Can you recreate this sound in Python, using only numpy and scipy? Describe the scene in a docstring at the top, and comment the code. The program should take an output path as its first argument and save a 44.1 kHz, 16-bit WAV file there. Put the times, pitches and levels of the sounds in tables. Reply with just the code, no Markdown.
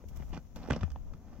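"""Outdoors on coarse gravel, close to the feet, on a hand-held camera's stereo microphone.
Light wind rumbles on the ports throughout, over a murmur of open air and a faint hiss.
Clothing rustles and a foot scuffs (0.2-0.4 s), then slides (0.56 s), grinding the small stones.
At 0.7 s the weight lands in a heavy crunch: stones crack and knock together, and the ground thuds.
Wind buffets the ports (0.8-0.95 s) over a second tread, and a few light cracks and thuds trail off."""
import sys
import numpy as np
from scipy import signal
from scipy.fft import rfft, irfft, next_fast_len
from scipy.io import wavfile

SR = 44100
rng = np.random.default_rng(int(sys.argv[2]) if len(sys.argv) > 2 else 0)


def to_wav(s):
    """Save 16-bit WAV."""
    ch = np.atleast_2d(s).T  # columns
    pcm = np.round(np.clip(ch, -1, 1) * 32767)  # PCM
    wavfile.write(sys.argv[1], SR, pcm.astype(np.int16))


N = 61739


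def amp(db):
    """Decibels to gain."""
    return 10 ** (np.asarray(db) / 20)


def unit(x):
    """Scale to rms 1."""
    return x / np.sqrt(np.mean(x ** 2) + 1e-20)


def along(points, hz):
    """Read (f/Hz, value) points on a log frequency axis."""
    f, v = np.transpose(points)
    return np.interp(np.log(hz + 1), np.log(f + 1), v)


def envelope(points):
    """One gain per sample from (t/s, level/dB) points."""
    return amp(np.interp(np.arange(N) / SR, *np.transpose(points)))


def pan(db):
    """Stereo gains for a pan given as left minus right in dB."""
    gains = amp(np.array([[.5], [-.5]]) * db)
    return gains / np.sqrt(np.mean(gains ** 2, axis=0))


def colour(x, gain_db):
    """Minimum-phase filter with the response gain_db(hz)."""
    m = 2 * next_fast_len(x.shape[-1])
    cepstrum = irfft(np.log(amp(gain_db(np.fft.rfftfreq(m, 1 / SR)))), m)
    cepstrum[..., 1:m // 2] *= 2
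    cepstrum[..., m // 2 + 1:] = 0
    return irfft(rfft(x, m) * np.exp(rfft(cepstrum)), m)[..., :x.shape[-1]]


def noise(spectrum, shared):
    """Coloured stereo noise of rms 1; shared weights the part common to both sides."""
    white = rng.standard_normal((3, N))
    return unit(colour(white[:2] + shared * white[2], lambda hz: along(spectrum, hz)))


def add(out, start_s, sound):
    """Mix a sound in at a time."""
    i = max(round(start_s * SR), 0)
    out[:, i:i + sound.shape[-1]] += sound[..., :max(N - i, 0)]


def cracks(size=2048):
    """Stones give way: tiny slips build to a main slip and die away, coloured by each stone's pitch."""
    # t/s, level/dB, rise and fall/s, tilt/(dB per octave), pitch f/Hz, pan/dB
    stones = [(.201, -41.5, 0.0027, -6.5, 2500, 27), (0.2243, -48, 0.0045, -1, 1800, -1.5),
              (0.332, -41.5, 0.0055, -1.6, 3200, -7), (0.347, -49.5, 0.0089, 4, 3000, -5),
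              (0.3762, -36.5, .0012, -0.76, 1220, -3.5), (0.368, -44, 0.0025, -1.5, 2200, -1),
              (0.561, -45.5, 0.001, 0.5, 5500, 7), (.591, -47, 0.0041, 1, 400, 0),
              (0.633, -55.5, 0.0018, 2.5, 3800, 16), (0.702, -41.5, 0.0028, 1, 2000, -13),
              (0.7045, -26.5, 0.00084, 0, 400, -8), (0.7084, -27.5, 0.0021, 1.26, 1500, -1.5),
              (0.722, -33, 0.002, -0.5, 2700, -3), (0.732, -34.5, 0.0013, 2, 500, -11.5),
              (0.7362, -29.5, .001, -2, 3100, -1.5), (.749, -41, 0.0042, -2, 3000, -2),
              (0.7637, -37, 0.004, 1.5, 550, -2), (0.8114, -41, 0.0013, 0.5, 3300, -4),
              (0.8335, -31, 0.0015, -1.9, 1690, -2.5), (.9045, -55, 0.0013, 6.7, 1360, -3),
              (.919, -53, 0.0012, 3.5, 1500, -0.5), (.9602, -47, 0.0011, -2, 1050, 3),
              (1.1367, -51, 0.0015, 1.9, 1100, 0), (1.33, -47, 0.0011, -4, 700, -15)]
    # body of a stone: f/Hz, level/dB
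    body = [(80, -12.5), (230, 6.5), (450, 0), (800, -5.5), (1500, -10.5), (2100, -17.5), (3050, -15),
            (3900, -23.5), (5600, -21), (7600, -34.5), (8800, -39.5), (15000, -78)]
    slip_share, main_slip = .4, 0.62  # share of samples that slip; main slip over all the others
    peak_db, peak_octaves = 10, 0.52  # height and width of the stone's resonance
    out = np.zeros((2, N))
    t = (np.arange(size) - size // 4) / SR
    impulse = 1. * (t == 0)
    for at, db, length, tilt, pitch, side in stones:
        def tone(hz):
            resonance = peak_db * np.exp(-(np.log2((hz + 1) / pitch) / peak_octaves) ** 2)
            return along(body, hz) + tilt * np.log2(hz + 100) + resonance

        slips = rng.standard_normal(size) * (rng.random(size) < slip_share)
        slips *= np.exp(-np.abs(t) / length)
        force = slips / (np.linalg.norm(slips) + 1e-9) + main_slip * impulse
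        burst = colour(contacts(force), tone) / np.linalg.norm(colour(impulse, tone))
        add(out, at + t[0], amp(db) * burst * np.sqrt(0.0024 * SR) * pan(side))
    return out


def grinding(size=400):
    """Small stones tick densely and ring briefly, louder as the sole presses and slides."""
    # grinding under the sole: t/s, level/dB
    pressing = [(0, -55.5), (.07, -81), (.13, -56.5), (.225, -56), (.255, -64.5), (.324, -57), (.334, -43),
                (.385, -52.5), (.41, -66.5), (.548, -69.5), (.562, -45.5), (.61, -52), (.66, -47.5),
                (.695, -49), (.73, -43), (.765, -42.5), (.795, -53.5), (.835, -45), (.865, -57.5),
                (1.0, -68), (1.14, -62), (1.19, -70.5), (1.33, -56), (1.4, -61)]
    # tone of the gravel bed: f/Hz, level/dB
    bed = [(60, -13), (170, 8.5), (260, -1), (420, -11.5), (650, -5), (900, -10), (1500, -14),
           (2100, -20.5), (3050, -24), (3900, -29), (5600, -24.5), (7600, -40), (8800, -74), (15000, -66)]
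    grains_per_s, scatter_db = 1800, 4
    centre_hz, spread_octaves, t60_cycles, ring_gain = 2200, 0.89, 14.5, 0.28
    when, strength, pitch, sign = rng.random((int(grains_per_s * N / SR), 4)).T
    start = (when * N).astype(int)
    gain = amp(scatter_db * np.minimum(-np.log(1 - strength), 4)) * np.sign(sign - .5)
    grain_hz = centre_hz * 2 ** (spread_octaves * np.sqrt(3) * (2 * pitch[:, None] - 1))
    cycles = grain_hz * np.arange(size) / SR
    rings = gain[:, None] * amp(-60 * cycles / t60_cycles) * np.sin(2 * np.pi * cycles)
    rings *= np.sqrt(grain_hz / SR)  # evens out the energy across pitches
    ringing = np.bincount((start[:, None] + np.arange(size)).ravel(), rings.ravel(), N)[:N]
    ticks = contacts(np.bincount(start, gain, N))
    gravel = colour(ticks + ring_gain * ringing, lambda hz: along(bed, hz))
    return unit(gravel) * envelope(pressing) * pan(db=-3.5)


def contacts(force):
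    """Stone contacts reach the two ports nearly alike in the bass, differently in the treble."""
    # part that the ports do not share: f/Hz, level/dB
    spread = [(200, -13), (1000, -14), (2500, -8), (5000, -5.5), (10000, -12)]
    # where the crunch sits between the ports: f/Hz, pan/dB
    balance = [(200, 0.5), (1000, 1.5), (2500, 0), (3700, 2.5), (5000, -5.5), (7000, -6.5), (9000, -0.5),
               (14000, 12)]

    def port_db(hz):
        added_db = 10 * np.log10(1 + amp(along(spread, hz)) ** 2)  # power the unshared part adds
        return np.array([[.5], [-.5]]) * along(balance, hz) - added_db

    unshared = colour(force * rng.standard_normal((2, len(force))), lambda hz: along(spread, hz))
    return colour(force + unshared, port_db)


def knocks(size=2048, rise_s=0.00059):
    """Loose pebbles knock dully, each ringing for only a few cycles."""
    # t/s, relative level/dB, f/Hz, pan/dB
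    pebbles = [(.0408, -36, 447, 0), (.6868, -21.5, 378, -21), (.8788, -41.5, 780, 1), (.9597, -30, 850, 4)]
    # a pebble's modes: multiple of the pitch, level/dB, t60/s
    modes = [(1, -1.5, 0.0092), (2.05, -22, 0.013), (3.14, -8.5, 0.0024)]
    out, t = np.zeros((2, N)), np.arange(size) / SR
    for at, db, hz, side in pebbles:
        ring = sum(amp(level - 60 * t / t60) * np.sin(2 * np.pi * hz * k * t) for k, level, t60 in modes)
        add(out, at, amp(db + 4) * ring * (1 - np.exp(-t / rise_s)) * pan(side))
    return out


def thumps(size=16384):
    """Low, damped thumps: footfalls on the ground, and wind buffeting the ports around 0.8-0.95 s."""
    # t/s, level/dB, f/Hz, rise/s, t60/s, pan/dB
    low_thumps = [(0.202, -32.5, 131.4, 0.0027, 0.1, 27), (0.337, -37, 167, 0.01, 0.16, 6),
                  (.378, -36.5, 150, 0.0013, 0.065, -4), (0.71, -17, 124, 0.00052, 0.025, 1),
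                  (.724, -20, 130, 0.00078, 0.046, 3.5), (.705, -29, 229, 0.001, 0.17, -4),
                  (.695, -21, 68.6, 0.023, 0.19, -2), (.765, -33, 176, 0.0012, 0.087, 3.5),
                  (0.814, -24, 78.05, 0.0048, 0.22, 3), (0.835, -20, 79.8, 0.005, .2, 17.5),
                  (0.837, -18.5, 142, 0.0014, 0.028, 3), (0.912, -28, 68.3, 0.0055, 0.24, -27),
                  (1.145, -36, 167, 0.00034, 0.04, -5), (1.39, -32, 204, 0.0016, 0.031, 12)]
    out, t = np.zeros((2, N)), np.arange(size) / SR
    for at, db, hz, rise, t60, side in low_thumps:
        level = amp(db - 60 * t / t60) * (1 - np.exp(-t / rise))
        add(out, at, level * np.sin(2 * np.pi * hz * t) * pan(side))
    return out


def rustles():
    """Clothing near the microphone brushes in thin, bright swells."""
    # peak t/s, level/dB, rise/s, fall/s, pan/dB
    brushes = [(0.087, -57, 0.0018, 0.0082, -9), (0.161, -59.5, 0.0024, 0.0094, -4),
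               (.173, -57, 0.0015, 0.002, -8), (.23, -69, 0.15, 0.16, 2), (.293, -67.5, 0.0021, .008, -7),
               (.562, -55, .003, 0.0033, -2), (0.57, -66, 0.0018, 0.0054, -9),
               (.59, -73.5, 0.023, 0.27, 5.5), (0.689, -60, 0.00083, 0.0018, -8.5),
               (.919, -65, 0.004, 0.0043, -1)]
    # tone of the cloth: f/Hz, level/dB
    cloth = [(1000, -16), (2000, -2.5), (3200, -1), (4400, -8), (6000, 4), (8050, -5.5), (8600, -14),
             (10700, -9), (12500, -2), (15500, -3.5)]
    t = np.arange(N) / SR
    swells = sum(amp(db) * np.exp(np.minimum((t - at) / rise, (at - t) / fall)) * pan(side)
                 for at, db, rise, fall, side in brushes)
    return swells * noise(cloth, shared=0.26)


def port_delay(x, lag_s=.00005):
    """The feet are a little nearer the right port, so the left hears them later."""
    m = next_fast_len(N + 1024)
    phase = np.pi * np.fft.rfftfreq(m, 1 / SR) * lag_s * np.array([[-1], [1]])
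    return irfft(rfft(x, m) * np.exp(1j * phase), m)[:, :N]


def rock_scatter(x, size=8192, t60_s=0.075):
    """The ground and boulders around return a short, diffuse answer."""
    # tone of the reflections: f/Hz, level/dB
    rock = [(200, -0.5), (1000, -1.5), (3000, 6), (6000, -0.5), (12000, 3.5)]
    tail = rng.standard_normal((2, size)) + 0.84 * rng.standard_normal(size)
    tail *= amp(-60 * np.arange(size) / SR / t60_s)
    tail = colour(tail / np.linalg.norm(tail[0]), lambda hz: along(rock, hz))
    return signal.fftconvolve(x, tail, axes=1)[:, :N]


def wind():
    """Light gusts rumble on the microphone ports, more on the left."""
    # t/s, level/dB
    gusts = [(0, -55), (.08, -43), (.16, -41.5), (.22, -39.5), (.26, -42.5), (.3, -35.5), (.39, -49.5),
             (.44, -52), (.52, -50), (.58, -43), (.68, -52.5), (.8, -44), (.97, -45.5), (1.04, -45.5),
             (1.11, -40.5), (1.19, -52), (1.28, -50), (1.4, -49.5)]
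    # f/Hz, level/dB
    rumble = [(15, -6.5), (35, 0), (70, -0.5), (100, -7.5), (160, -15.5), (230, -27.5), (400, -43.5),
              (1000, -40.5), (4000, -112)]
    return envelope(gusts) * noise(rumble, shared=.3) * pan(db=8)


def open_air():
    """The place itself: a low murmur, nearly alike at both ports."""
    # t/s, level/dB
    swell = [(0, -59.5), (.3, -61.5), (.5, -65.5), (.62, -57), (.9, -63), (1.1, -57), (1.4, -58)]
    # f/Hz, level/dB
    murmur = [(40, -13), (150, 3.5), (240, 5.5), (340, -6.5), (600, -8.5), (1200, -23.5), (2500, -42),
              (5000, -47), (12000, -64)]
    return envelope(swell) * noise(murmur, shared=3.35) * pan(db=-0.5)


def microphone_hiss():
    """The microphone's own faint, steady noise."""
    # f/Hz, level/dB
    hiss = [(500, 11), (2500, -2.5), (3600, -3), (4700, -6), (6300, 5), (7400, -4.5), (8500, -17.5),
            (10500, -10), (13000, -4), (15500, -5)]
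    return amp(-71) * noise(hiss, shared=0.091) * pan(db=7.5)


def scene():
    """Close footwork in the gravel, with rocks and wind around it."""
    stones = port_delay(grinding() + cracks()) + knocks()
    foreground = stones + amp(-11) * rock_scatter(stones) + thumps() + rustles()
    return foreground + wind() + open_air() + microphone_hiss()


def record(dry):
    """The camera keeps nothing above its band limit."""
    top_hz = 15850
    m = next_fast_len(N + SR // 2)
    passband = np.fft.rfftfreq(m, 1 / SR) < top_hz
    return irfft(rfft(dry, m) * passband, m)[:, :N]


dry = scene()
out = record(dry)
to_wav(out)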